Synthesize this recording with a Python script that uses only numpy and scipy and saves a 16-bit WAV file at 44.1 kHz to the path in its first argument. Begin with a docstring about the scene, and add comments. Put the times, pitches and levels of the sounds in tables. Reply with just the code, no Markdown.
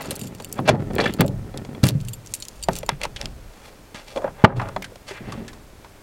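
"""Outdoors, beside a van: a key is pushed into the door lock, turned and pulled out while the bunch clinks.
Struck keys, lock parts and the hollow steel door are sums of decaying modes with short noise bursts.
Sliding contacts are streams of random slips. The keys are put away, the handle is pulled, the latch lets go
with a loud clunk and the door swings open. Faint outdoor noise and puffs of air lie beneath.
A close microphone with gain control overloads on the clunk."""
import sys
import numpy as np
from scipy import signal
from scipy.fft import rfft, irfft
from scipy.io import wavfile
from scipy.ndimage import uniform_filter1d, minimum_filter1d

SR = 44100
rng = np.random.default_rng(int(sys.argv[2]) if len(sys.argv) > 2 else 0)


def generate_wav(signal):
    """Clip the signal to [-1, 1] and save it as 16-bit WAV at the path in sys.argv[1]."""
    frames = np.transpose(np.atleast_2d(signal))
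    scaled = np.clip(frames, -1, 1) * 32767
    pcm = np.round(scaled).astype(np.int16)
    wavfile.write(sys.argv[1], SR, pcm)


N = 265482
TIME = np.arange(N) / SR  # seconds

# modes of the hollow steel door: (frequency [Hz], level [dB], t60 [s])
DOOR_RESONANCES = [(101.8, 0.5, 0.76), (113.7, -4, 1), (125.8, 0, 0.85), (145.94, 2, 0.6),
                   (170.3, -2.5, 0.5), (190.6, 2, 0.57), (225, 3, 0.22), (274, -3, 0.45),
                   (307.8, -3.5, 0.13), (379.4, 0, 0.32), (414, -7, 0.58), (527.4, -3, 0.42),
                   (636, -27.5, 0.33), (649, -8, 0.61), (740, -7, 0.26), (848, -13, 0.32), (910, -27, 0.53),
                   (1160, -55, .25), (1294, -6.5, 0.2), (1390, -16, 0.043), (1777, -9, 0.058)]
# modes of the lock barrel and its rods: (frequency [Hz], width [Hz], level [dB])
BARREL_RESONANCES = [(570, 104, 9), (810, 55, 2.5), (1180, 250, -11), (1599, 59, -9.5), (1874, 130, -17.5),
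                     (2052, 31, -10), (2350, 39, -7.5), (2650, 70, -9), (3360, 35, -6), (3150, 14, -58),
                     (4114, 38, -14.5), (4400, 53, -9)]


def amp(db):
    """Level in decibels to amplitude ratio."""
    return 10 ** (np.asarray(db) / 20)


def unit(x):
    """Normalise by energy: rms 1."""
    return x / np.sqrt(np.mean(x ** 2))


def crest(x):
    """Normalise by short-time energy: the loudest two milliseconds have rms 1."""
    power = uniform_filter1d(x ** 2, size=88, mode="constant")
    return x / np.sqrt(power.max())


def peak(x):
    """Normalise by amplitude: peak 1."""
    return x / np.abs(x).max()


def fade(t60, count):
    """Exponential damping: 60 dB lost in t60 seconds."""
    return np.exp(-np.log(1000) * TIME[:count] / max(t60, 1e-3))


def band(x, hz, width):
    """Second-order resonance, gain 1 at its centre."""
    g = np.tan(np.pi * min(hz, .45 * SR) / SR)
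    k = width / hz  # damping, the inverse of Q
    numerator = [g * k, 0, -g * k]
    denominator = [1 + g * k + g * g, 2 * (g * g - 1), 1 - g * k + g * g]
    return signal.lfilter(numerator, denominator, x)


def cut(x, hz, kind, order=2):
    """Butterworth filter: low-pass or high-pass."""
    sos = signal.butter(order, min(hz, .45 * SR), kind, fs=SR, output="sos")
    return signal.sosfilt(sos, x)


def tone(hz, t60, count):
    """Impulse response of one mode: a damped sinusoid."""
    return np.sin(2 * np.pi * hz * TIME[:count]) * fade(t60, count)


def ring(modes, scatter_db, detune, count):
    """Modal superposition: a random striking point sets the strengths and signs; pitches scatter too."""
    chance = rng.standard_normal((len(modes), 3))
    out = np.zeros(count)
    for (hz, db, t60), (strength, pitch, sign) in zip(modes, chance):
        mode = tone(hz * (1 + detune * pitch), t60, count)
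        out += np.sign(sign) * amp(db + scatter_db * strength) * mode
    return out


def burst(t60, count):
    """High modal density: the many short-lived modes of a contact merge into decaying noise."""
    return rng.choice([-1, 1], count) * fade(t60, count)


def walk(rate):
    """Slow random drift: normal values, rate per second, joined by straight lines."""
    knots = rng.standard_normal(int(TIME[-1] * rate) + 2)
    return np.interp(TIME * rate, np.arange(len(knots)), knots)


def grains(rate, spread_db, count=N):
    """Stick-slip as a random point process: slips, a few much larger than the rest, over a faint rub."""
    timing, size, offset = rng.random((count, 3)).T
    rub = (offset - .5) * 0.18
    sizes = amp(spread_db * np.minimum(-np.log(1 - size), 3))
    slips = (timing < rate / SR) * np.sign(offset - .5) * sizes
    return unit(rub + slips)


def swells(rows, attack_s, release_s, rest_db):
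    """Exponential envelopes: each push builds up, holds and dies away, above a resting level."""
    gain = amp(rest_db)
    for start, end, db in rows:
        before = np.maximum(start - TIME, 0) / attack_s
        after = np.maximum(TIME - end, 0) / release_s
        gain = np.maximum(gain, amp(db) * np.exp(-(before + after)))
    return gain


def add(out, s, x):
    """Linear superposition: mix x in at time s."""
    i = max(int(s * SR), 0)
    out[i:i + len(x)] += x[:N - i]


def clink(hz, ring_db, edge_db, count=4000):
    """Impact and rebound: two keys excite each other's modes, damped by their neighbours."""
    # modes of keys and ring: (frequency [Hz], level [dB], t60 [s])
    key_modes = [(2700, 12, 0.0086), (3030, 2, 0.02), (3740, -1, 0.031), (4490, 1.5, 0.039),
                 (5130, -9, 0.029), (5750, -29, .03), (6200, -29, 0.036), (7390, 6.5, 0.036),
                 (8950, -3, 0.053), (9140, -2, 0.029), (9600, -29, 0.0083), (11000, -36, 0.019),
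                 (11900, -6, 0.072), (13470, 3, 0.023)]
    out = np.zeros(count)
    for force_db in (0, -10, -17):
        tick = band(burst(0.0055, count), hz, .5 * hz)
        metal = band(ring(key_modes, scatter_db=4, detune=.04, count=count), hz, 1.6 * hz)
        lag = rng.integers(80, 340) if out.any() else 0  # samples; rebounds follow within milliseconds
        contact = crest(tick) + amp(ring_db) * crest(metal)
        out[lag:] += amp(force_db) * contact[:count - lag]
    body = peak(cut(cut(out, hz + 7000, "low"), 1700, "high"))
    edge = peak(cut(burst(0.013, count), 8500, "high", order=3))  # hard edges give the finest treble
    return body + amp(edge_db) * edge


def keys():
    """Modal radiation of light bodies: the clear clinks of the bunch, and the thin ring of a free key."""
    # keys striking each other:
    # (time [s], level [dB], brightest frequency [Hz], lasting ring [dB], hard edge [dB])
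    clink_events = [(0.02, -27.5, 4600, 10, 3), (0.058, -29, 7240, 2, -18),
                    (0.1077, -12.5, 9500, -3.5, -23), (0.1557, -22.5, 13400, -1, -15),
                    (0.1618, -23, 7600, -19, -15), (0.194, -23.5, 13670, 1, -10.5),
                    (0.2137, -22, 7160, 4, -17), (0.272, -27, 7410, 10, -20), (0.3497, -31, 4800, 0, -1),
                    (0.401, -31, 5500, 4, -15), (0.423, -30, 7530, -4, -12), (0.4461, -18.5, 7350, 0, -7),
                    (0.5265, -15.5, 8300, -9.5, -2), (0.601, -32, 10600, -17, -12),
                    (0.953, -27.5, 4920, -3, 6), (1.138, -22.5, 4300, -7, 0), (1.2085, -16, 5000, 2, 7),
                    (1.263, -27, 8100, -3, -1), (1.28, -22, 4140, -12, -7), (1.5748, -19.5, 4040, -24, -32),
                    (1.8382, -6, 4440, -13, -15), (1.8555, -16, 9200, -12, -14),
                    (1.8682, -9, 9700, -15, -13), (1.8836, -11, 4760, -9, -15), (1.888, -7, 4050, -14, -2),
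                    (2.05, -29, 7600, -6, -16), (2.085, -19.5, 8200, 2, -23),
                    (2.1338, -21.5, 9300, 5, -14.5), (2.2618, -29, 6570, -10.5, -13),
                    (2.272, -27.5, 6400, -8, -25), (2.3387, -9, 6500, -18, -13),
                    (2.343, -14, 10360, -18, -19), (2.3504, -17, 9700, -7, -21),
                    (2.4014, -23, 9300, 0, -26), (2.4239, -16.5, 4840, -1, -24),
                    (2.452, -23, 5580, -12, -27), (2.484, -20, 6700, -12, -21),
                    (2.6268, -18.5, 6300, 10.5, -24), (2.637, -14.5, 6300, 3, -16),
                    (2.7332, -19, 5970, -9, -14), (2.7546, -18.5, 5790, -5, -12),
                    (2.7642, -19.5, 5600, -4, -6), (2.7873, -19, 7340, -10.5, -2),
                    (2.863, -27, 6250, 3, -5), (3.036, -27, 8000, -8, -2), (4.825, -30, 9100, -6, -1)]
    # one key hangs free and sings on: (time [s], level [dB])
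    free_key = [(.109, -53), (2.134, -43), (2.686, -45)]
    out = np.zeros(N)
    for s, db, hz, ring_db, edge_db in clink_events:
        add(out, s, amp(db) * clink(hz, ring_db, edge_db))
    for s, db in free_key:
        add(out, s, amp(db) * tone(hz=11750, t60=0.14, count=12000))
    return out


def jostle():
    """Dense random impacts: the swinging keys brush each other too lightly to stand out one by one."""
    # the bunch swinging: (start [s], end [s], level [dB], touch rate [1/s])
    swings = [(0, 0.283, -36.5, 270), (0.342, 0.581, -38.5, 83), (0.931, 1.168, -36.5, 110),
              (1.839, 1.899, -30, 350), (1.984, 2.145, -37, 50), (2.241, 2.62, -45.5, 220),
              (2.71, 2.812, -39, 240)]
    out = np.zeros(N)
    touches = [clink(hz, ring_db=-4, edge_db=-14) for hz in np.geomspace(3000, 11000, 24)]
    for start, end, db, rate in swings:
        length = end - start
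        chance = rng.random((100, 3))
        for when, which, force in chance[:int(rate * length)]:
            touch = touches[int(which * len(touches))]
            add(out, start + when * length, amp(db + 4.6 * (force - .5)) * touch)
    return out


def door(reach_hz, count=36000):
    """Plate modes over a wash of weaker ones; a soft blow, long in contact, only reaches the low ones."""
    modes = crest(ring(DOOR_RESONANCES, scatter_db=2, detune=.015, count=count))
    wash = crest(band(cut(burst(0.28, count), 125, "high"), 286, 250))
    return crest(cut(modes + .8 * wash, reach_hz, "low"))


def lock(count=14000):
    """Impact of snapping steel and plastic parts: hollow clack, barrel modes, bright edge, door's answer."""
    # hard blows in lock, handle and latch:
    # (time [s], level [dB], body frequency [Hz], barrel ring [dB], bright snap [dB], t60 [s])
    hard_blows = [(0.11, -25, 548, -3, 4.5, 0.11), (0.4, -29, 517, 1.5, -5, 0.073),
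                  (0.590, -14.5, 760, -24, -18, 0.033), (0.677, -13.5, 530, -27, -7.5, 0.095),
                  (0.686, -7.5, 540, -17, -13, 0.076), (0.691, -2.5, 608, 1.5, -5.5, 0.077),
                  (0.748, -15.5, 536, -17, -25, 0.072), (0.803, -28, 660, -18, -11, 0.031),
                  (0.908, -27.5, 490, -4, -16, 0.027), (0.962, -18.5, 497, -6, -26, 0.042),
                  (0.983, -17.5, 1780, 4.5, -11, .06), (0.99, -9, 444, -21, -19, 0.073),
                  (1.009, -15.5, 520, 2, -9.5, 0.17), (1.041, -14.5, 500, 1.5, -14, 0.12),
                  (1.058, -10.5, 1770, -6, -18, 0.073), (1.207, -7.5, 825, -4, -1.5, 0.011),
                  (1.217, -10, 504, -10, -14, 0.021), (1.541, -26.5, 520, -7, -25, 0.12),
                  (1.649, -29.5, 490, -2, -8, 0.06), (1.749, -30.5, 460, 1.5, -17, 0.082),
                  (2.686, -3.5, 753, -34, -14.5, 0.032), (2.692, -16, 680, -28, -21, 0.053),
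                  (2.831, -22.5, 530, -5, -7.5, 0.042), (2.891, -12.5, 925, 5, 4.5, 0.02),
                  (3.015, -23.5, 2260, 3, -1, 0.026), (3.034, -23, 2600, 1, 6, 0.09),
                  (3.052, -17, 875, -18, 0.5, 0.037), (3.162, -24.5, 2960, -8, -5, .054),
                  (3.214, -23.5, 2310, -22, 10, 0.011), (3.257, -21.5, 3020, -7, 6.5, 0.014),
                  (4.161, -18, 553, -6, -14.5, 0.14), (4.174, -20.5, 536, -2.5, -13, 0.12),
                  (4.219, -22.5, 513, -15, -19, 0.093), (4.243, -11, 562, -32, -28, 0.057),
                  (4.279, -23.5, 760, -29, -31, 0.034), (4.597, -16.5, 940, -15, -20, 0.047),
                  (4.616, -18.5, 833, -37, -17, .11), (4.687, -27, 583, -35, -4.5, 0.046),
                  (4.763, -12, 747, -4, -21, 0.043), (4.822, -26.5, 2160, -1, -0.5, 0.063),
                  (4.843, -29, 1590, -4, 5.5, 0.088), (4.919, -34.5, 468, -22, -24, 0.075),
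                  (4.957, -33, 520, -19, -1, 0.045), (5.322, -24.5, 1130, -21, -1.5, 0.082),
                  (5.48, -34.5, 1717, -8, 5, 0.13), (5.531, -40.5, 1050, -7, 3.5, 0.13),
                  (5.846, -32, 935, -4, -12, 0.093)]
    panel_db = -16  # the door's answer, relative to the blow
    out = np.zeros(N)
    barrel_modes = [(hz, db, 1.0 / width) for hz, width, db in BARREL_RESONANCES]  # wider modes die sooner
    for s, db, hz, barrel_db, snap_db, t60 in hard_blows:
        clatter = band(burst(t60, count), hz, 0.4 * hz)
        hollow = crest(cut(clatter, 2.73 * hz, "low", order=3))
        clack = peak(hollow + amp(-1.5) * tone(hz, t60, count))
        barrel_ring = ring(barrel_modes, scatter_db=2.5, detune=0.0095, count=count)
        barrel = peak(band(barrel_ring, 2100, 2900))
        bright = cut(burst(.5 * t60, count), 1900, "high")
        snap = peak(cut(band(bright, 2500, 4700), 9200, "low"))
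        panel = peak(door(2 * hz, count))
        blow = clack + amp(barrel_db) * barrel + amp(snap_db) * snap + amp(panel_db) * panel
        add(out, s, amp(db) * blow)
    return cut(out, 120, "high")  # small parts give no bass


def latch(count=8000):
    """Release of stored force: the door springs off its seal, metal stops are hit, the panel rings on."""
    # the latch lets go, then the pawl and claw hit their stops:
    # (time [s], level [dB], frequency [Hz], t60 [s])
    release_blows = [(4.439, 7.5, 125.6, 0.038), (4.440, 3.5, 199, 0.024), (4.4432, 4, 650, 0.046),
                     (4.4461, 2.5, 881, 0.028), (4.4490, 1, 1196, 0.034)]
    out = np.zeros(N)
    for s, db, hz, t60 in release_blows:
        crack = crest(cut(band(burst(t60, count), 2 * hz, 3.2 * hz), 1950, "low"))
        blow = crest(tone(hz, t60, count)) + amp(-5.5) * crack
        add(out, s, amp(db) * cut(blow, 4 * hz, "low"))  # the rubber seal softens the low blows
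    add(out, release_blows[2][0], amp(-5.0) * door(1800))
    return cut(out, 93, "high")


def thumps(count=14000):
    """Momentum transfer: the key bottoming out and the rods throwing over shove the whole panel."""
    # heavy blows on the door: (time [s], level [dB], thud frequency [Hz], t60 [s], door ring [dB])
    heavy_blows = [(0.215, -29, 194, 0.025, 4.5), (0.591, -17.5, 221, 0.035, -2.5),
                   (0.693, -19.5, 395, 0.015, 11.5), (1.194, -12.5, 175, 0.14, 4),
                   (1.21, -13, 252, 0.043, -3.5), (1.833, -3, 131, 0.1, -4.5), (1.888, -17, 138, .066, 0.5),
                   (1.951, -13.5, 145.6, 0.11, -14), (2.686, -19, 176.5, 0.14, -23),
                   (2.923, -25, 141, 0.13, -24), (3.233, -25, 123, .062, -7.5),
                   (3.946, -30.5, 216, 0.022, -23), (4.544, -11.5, 120.6, 0.18, -30),
                   (5.11, -31, 394, 0.096, -9.5), (5.206, -32.5, 244, 0.034, 0),
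                   (5.376, -31, 225.4, 0.31, -24)]
    reach = 1.74  # a blow rings the door up to about this multiple of its thud
    out = np.zeros(N)
    for s, db, hz, t60, door_db in heavy_blows:
        thud = crest(cut(tone(hz, t60, count), 3.05 * hz, "low"))
        add(out, s, amp(db) * thud)
        add(out, s, amp(db + door_db) * door(reach * hz))
    return cut(out, 71, "high")  # a panel this size radiates little deep bass


def slides():
    """Stick-slip friction: tiny slips catch and let go, and also ring the lock barrel's modes."""
    # sliding contacts of key, handle, seal and sleeve:
    # (start [s], peak [s], end [s], level [dB], centre [Hz], width [Hz], slip rate [1/s])
    strokes = [(0, -0.013, .26, -33, 1500, 2600, 1060), (0.018, 0.107, 0.36, -48.5, 3050, 1800, 650),
               (0.195, 0.325, .56, -50.5, 1290, 2200, 700), (0.556, 0.588, .61, -30, 1500, 1900, 1600),
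               (0.653, 0.689, .725, -14.5, 1940, 2980, 1640), (.69, 0.73, 0.83, -24, 560, 550, 350),
               (0.984, 0.982, 1.04, -19.5, 1930, 700, 490), (0.999, 1.004, 1.03, -25, 4000, 990, 900),
               (1.015, 1.04, 1.13, -26.5, 3200, 600, 620), (1.06, 1.063, 1.1, -19.5, 1810, 500, 780),
               (1.186, 1.212, 1.25, -19.5, 1710, 2490, 840), (1.189, 1.23, 1.36, -26, 382, 308, 790),
               (1.828, 1.84, 1.91, -17, 3780, 8800, 890), (1.879, 1.88, 1.96, -33.5, 2530, 5500, 810),
               (2.2, 2.328, 2.68, -50.5, 7000, 4500, 250), (2.702, 2.767, 2.81, -35, 4740, 7000, 480),
               (2.88, 2.89, 2.97, -32, 1910, 1610, 500), (3.001, 3.039, 3.08, -28, 1510, 4100, 350),
               (3.145, 3.215, 3.32, -37.5, 2310, 6100, 750), (3.401, 3.67, 3.8, -46.5, 3530, 7960, 1760),
               (3.943, 3.946, 4.05, -34.5, 3070, 4830, 1900), (4.017, 4.087, 4.26, -42.5, 3950, 5800, 980),
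               (4.11, 4.17, 4.23, -29.5, 577, 252, 280), (4.231, 4.253, 4.32, -25.5, 1030, 880, 760),
               (4.339, 4.426, 4.44, -34.5, 1280, 1810, 1150), (4.44, 4.478, 4.6, -19.5, 960, 650, 1400),
               (4.54, 4.667, 4.75, -32, 1200, 1230, 540), (4.555, 4.568, 4.6, -40.5, 3440, 4500, 2200),
               (5.069, 5.084, 5.18, -32.5, 3620, 5030, 4900), (5.064, 5.108, 5.36, -37.5, 2020, 1110, 3500),
               (5.161, 5.282, 5.6, -40.5, 1700, 2400, 960)]
    ends_db = -21.5  # pressure at the start and end of a stroke, relative to its peak
    barrel_db = 7.5  # the barrel's ring, relative to the slips
    out = np.zeros(N)
    for start, hardest, end, db, hz, width, rate in strokes:
        t = TIME[(TIME > start) & (TIME < end)]
        catching = amp(3.5 * walk(110)[:len(t)])
        slips = grains(rate, spread_db=0.5, count=SR)[:len(t)] * catching
        barrel = unit(sum(amp(d) * band(slips, f, w) for f, w, d in BARREL_RESONANCES))
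        contact = band(slips + amp(barrel_db) * barrel, hz, width)
        scrape = unit(cut(contact, 1.26 * (hz + width), "low", order=3))
        pressure = amp(np.interp(t, [start, hardest, end], [ends_db, 0, ends_db]))
        add(out, start, amp(db) * pressure * scrape)
    return out


def handling():
    """Random forcing of plate modes: fingers and key rub and nudge the door, which drums softly."""
    # the hand bearing on key or door: (start [s], end [s], drumming level [dB])
    pushes = [(0, .1, -34), (.1, 1.5, -39.5), (.72, 0.74, -21), (.93, 1.067, -25.5), (1.55, 1.78, -35),
              (4.54, 4.68, -39.5), (5.29, 5.39, -34.5)]
    nudges = grains(rate=500, spread_db=6.5)
    modes = [amp(db) * band(nudges, hz, 7 / t60) for hz, db, t60 in DOOR_RESONANCES]
    drumming = unit(cut(unit(sum(modes)), 260, "low", order=1))
    return drumming * swells(pushes, attack_s=0.033, release_s=0.11, rest_db=-53)


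def outdoors():
    """Spectrally shaped noise: faint far-off sound that wavers a little, and low puffs at the microphone."""
    # spectrum of the distant outdoor noise: (frequency [Hz], relative density [dB per Hz])
    air_spectrum = [(15, 0), (25, 11.5), (217, -9.5), (270, -5), (503, -3), (677, -6), (1940, -14),
                    (2350, -13.5), (2840, -17), (8140, -21), (16000, -27.5)]
    # puffs of air on the microphone: (start [s], end [s], level [dB])
    air_puffs = [(.84, .9, -39), (1.26, 1.36, -34), (1.9, 2.05, -40), (2.6, 3.35, -38.5), (4.15, 4.35, -49),
                 (4.52, 4.6, -34), (5.2, 5.75, -46)]
    hz, db = np.transpose(air_spectrum)
    bins = np.maximum(np.fft.rfftfreq(N, 1 / SR), 1)
    shape = amp(np.interp(np.log(bins), np.log(hz), db))
    air = unit(irfft(rfft(rng.standard_normal(N)) * shape, N))
    air_gain = amp(-48 + 0.097 * walk(11))
    puffs = unit(cut(band(rng.standard_normal(N), 36.3, 39), 106, "low"))
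    return air * air_gain + puffs * swells(air_puffs, attack_s=0.043, release_s=0.14, rest_db=-62)


def scene():
    """Superposition of keys, lock and door at arm's length in the open air."""
    near = keys() + jostle() + lock() + thumps() + latch() + slides() + handling()
    return (near + outdoors())[None]


def record(dry):
    """Gain reduction with hold and lag: ducks after each overload; peaks clip; the top is cut."""
    threshold, share = .76, 0.65  # of full scale; share of the excess dB taken off
    x = dry[0]
    needed = np.minimum(1, threshold / np.maximum(np.abs(x), 1e-6)) ** share
    held = minimum_filter1d(needed, size=4601, origin=2300)  # looks back about 0.1 s
    gain = 1 - cut(1 - held, 20.6, "low", order=1)  # the lag lets the first peak through
    clipped = np.clip(x * gain, -1, 1)
    top_cut = signal.ellip(8, .2, 80, 15900, fs=SR, output="sos")  # steep low-pass at 15.9 kHz
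    return signal.sosfilt(top_cut, clipped)[None]


dry = scene()
out = record(dry)
generate_wav(out)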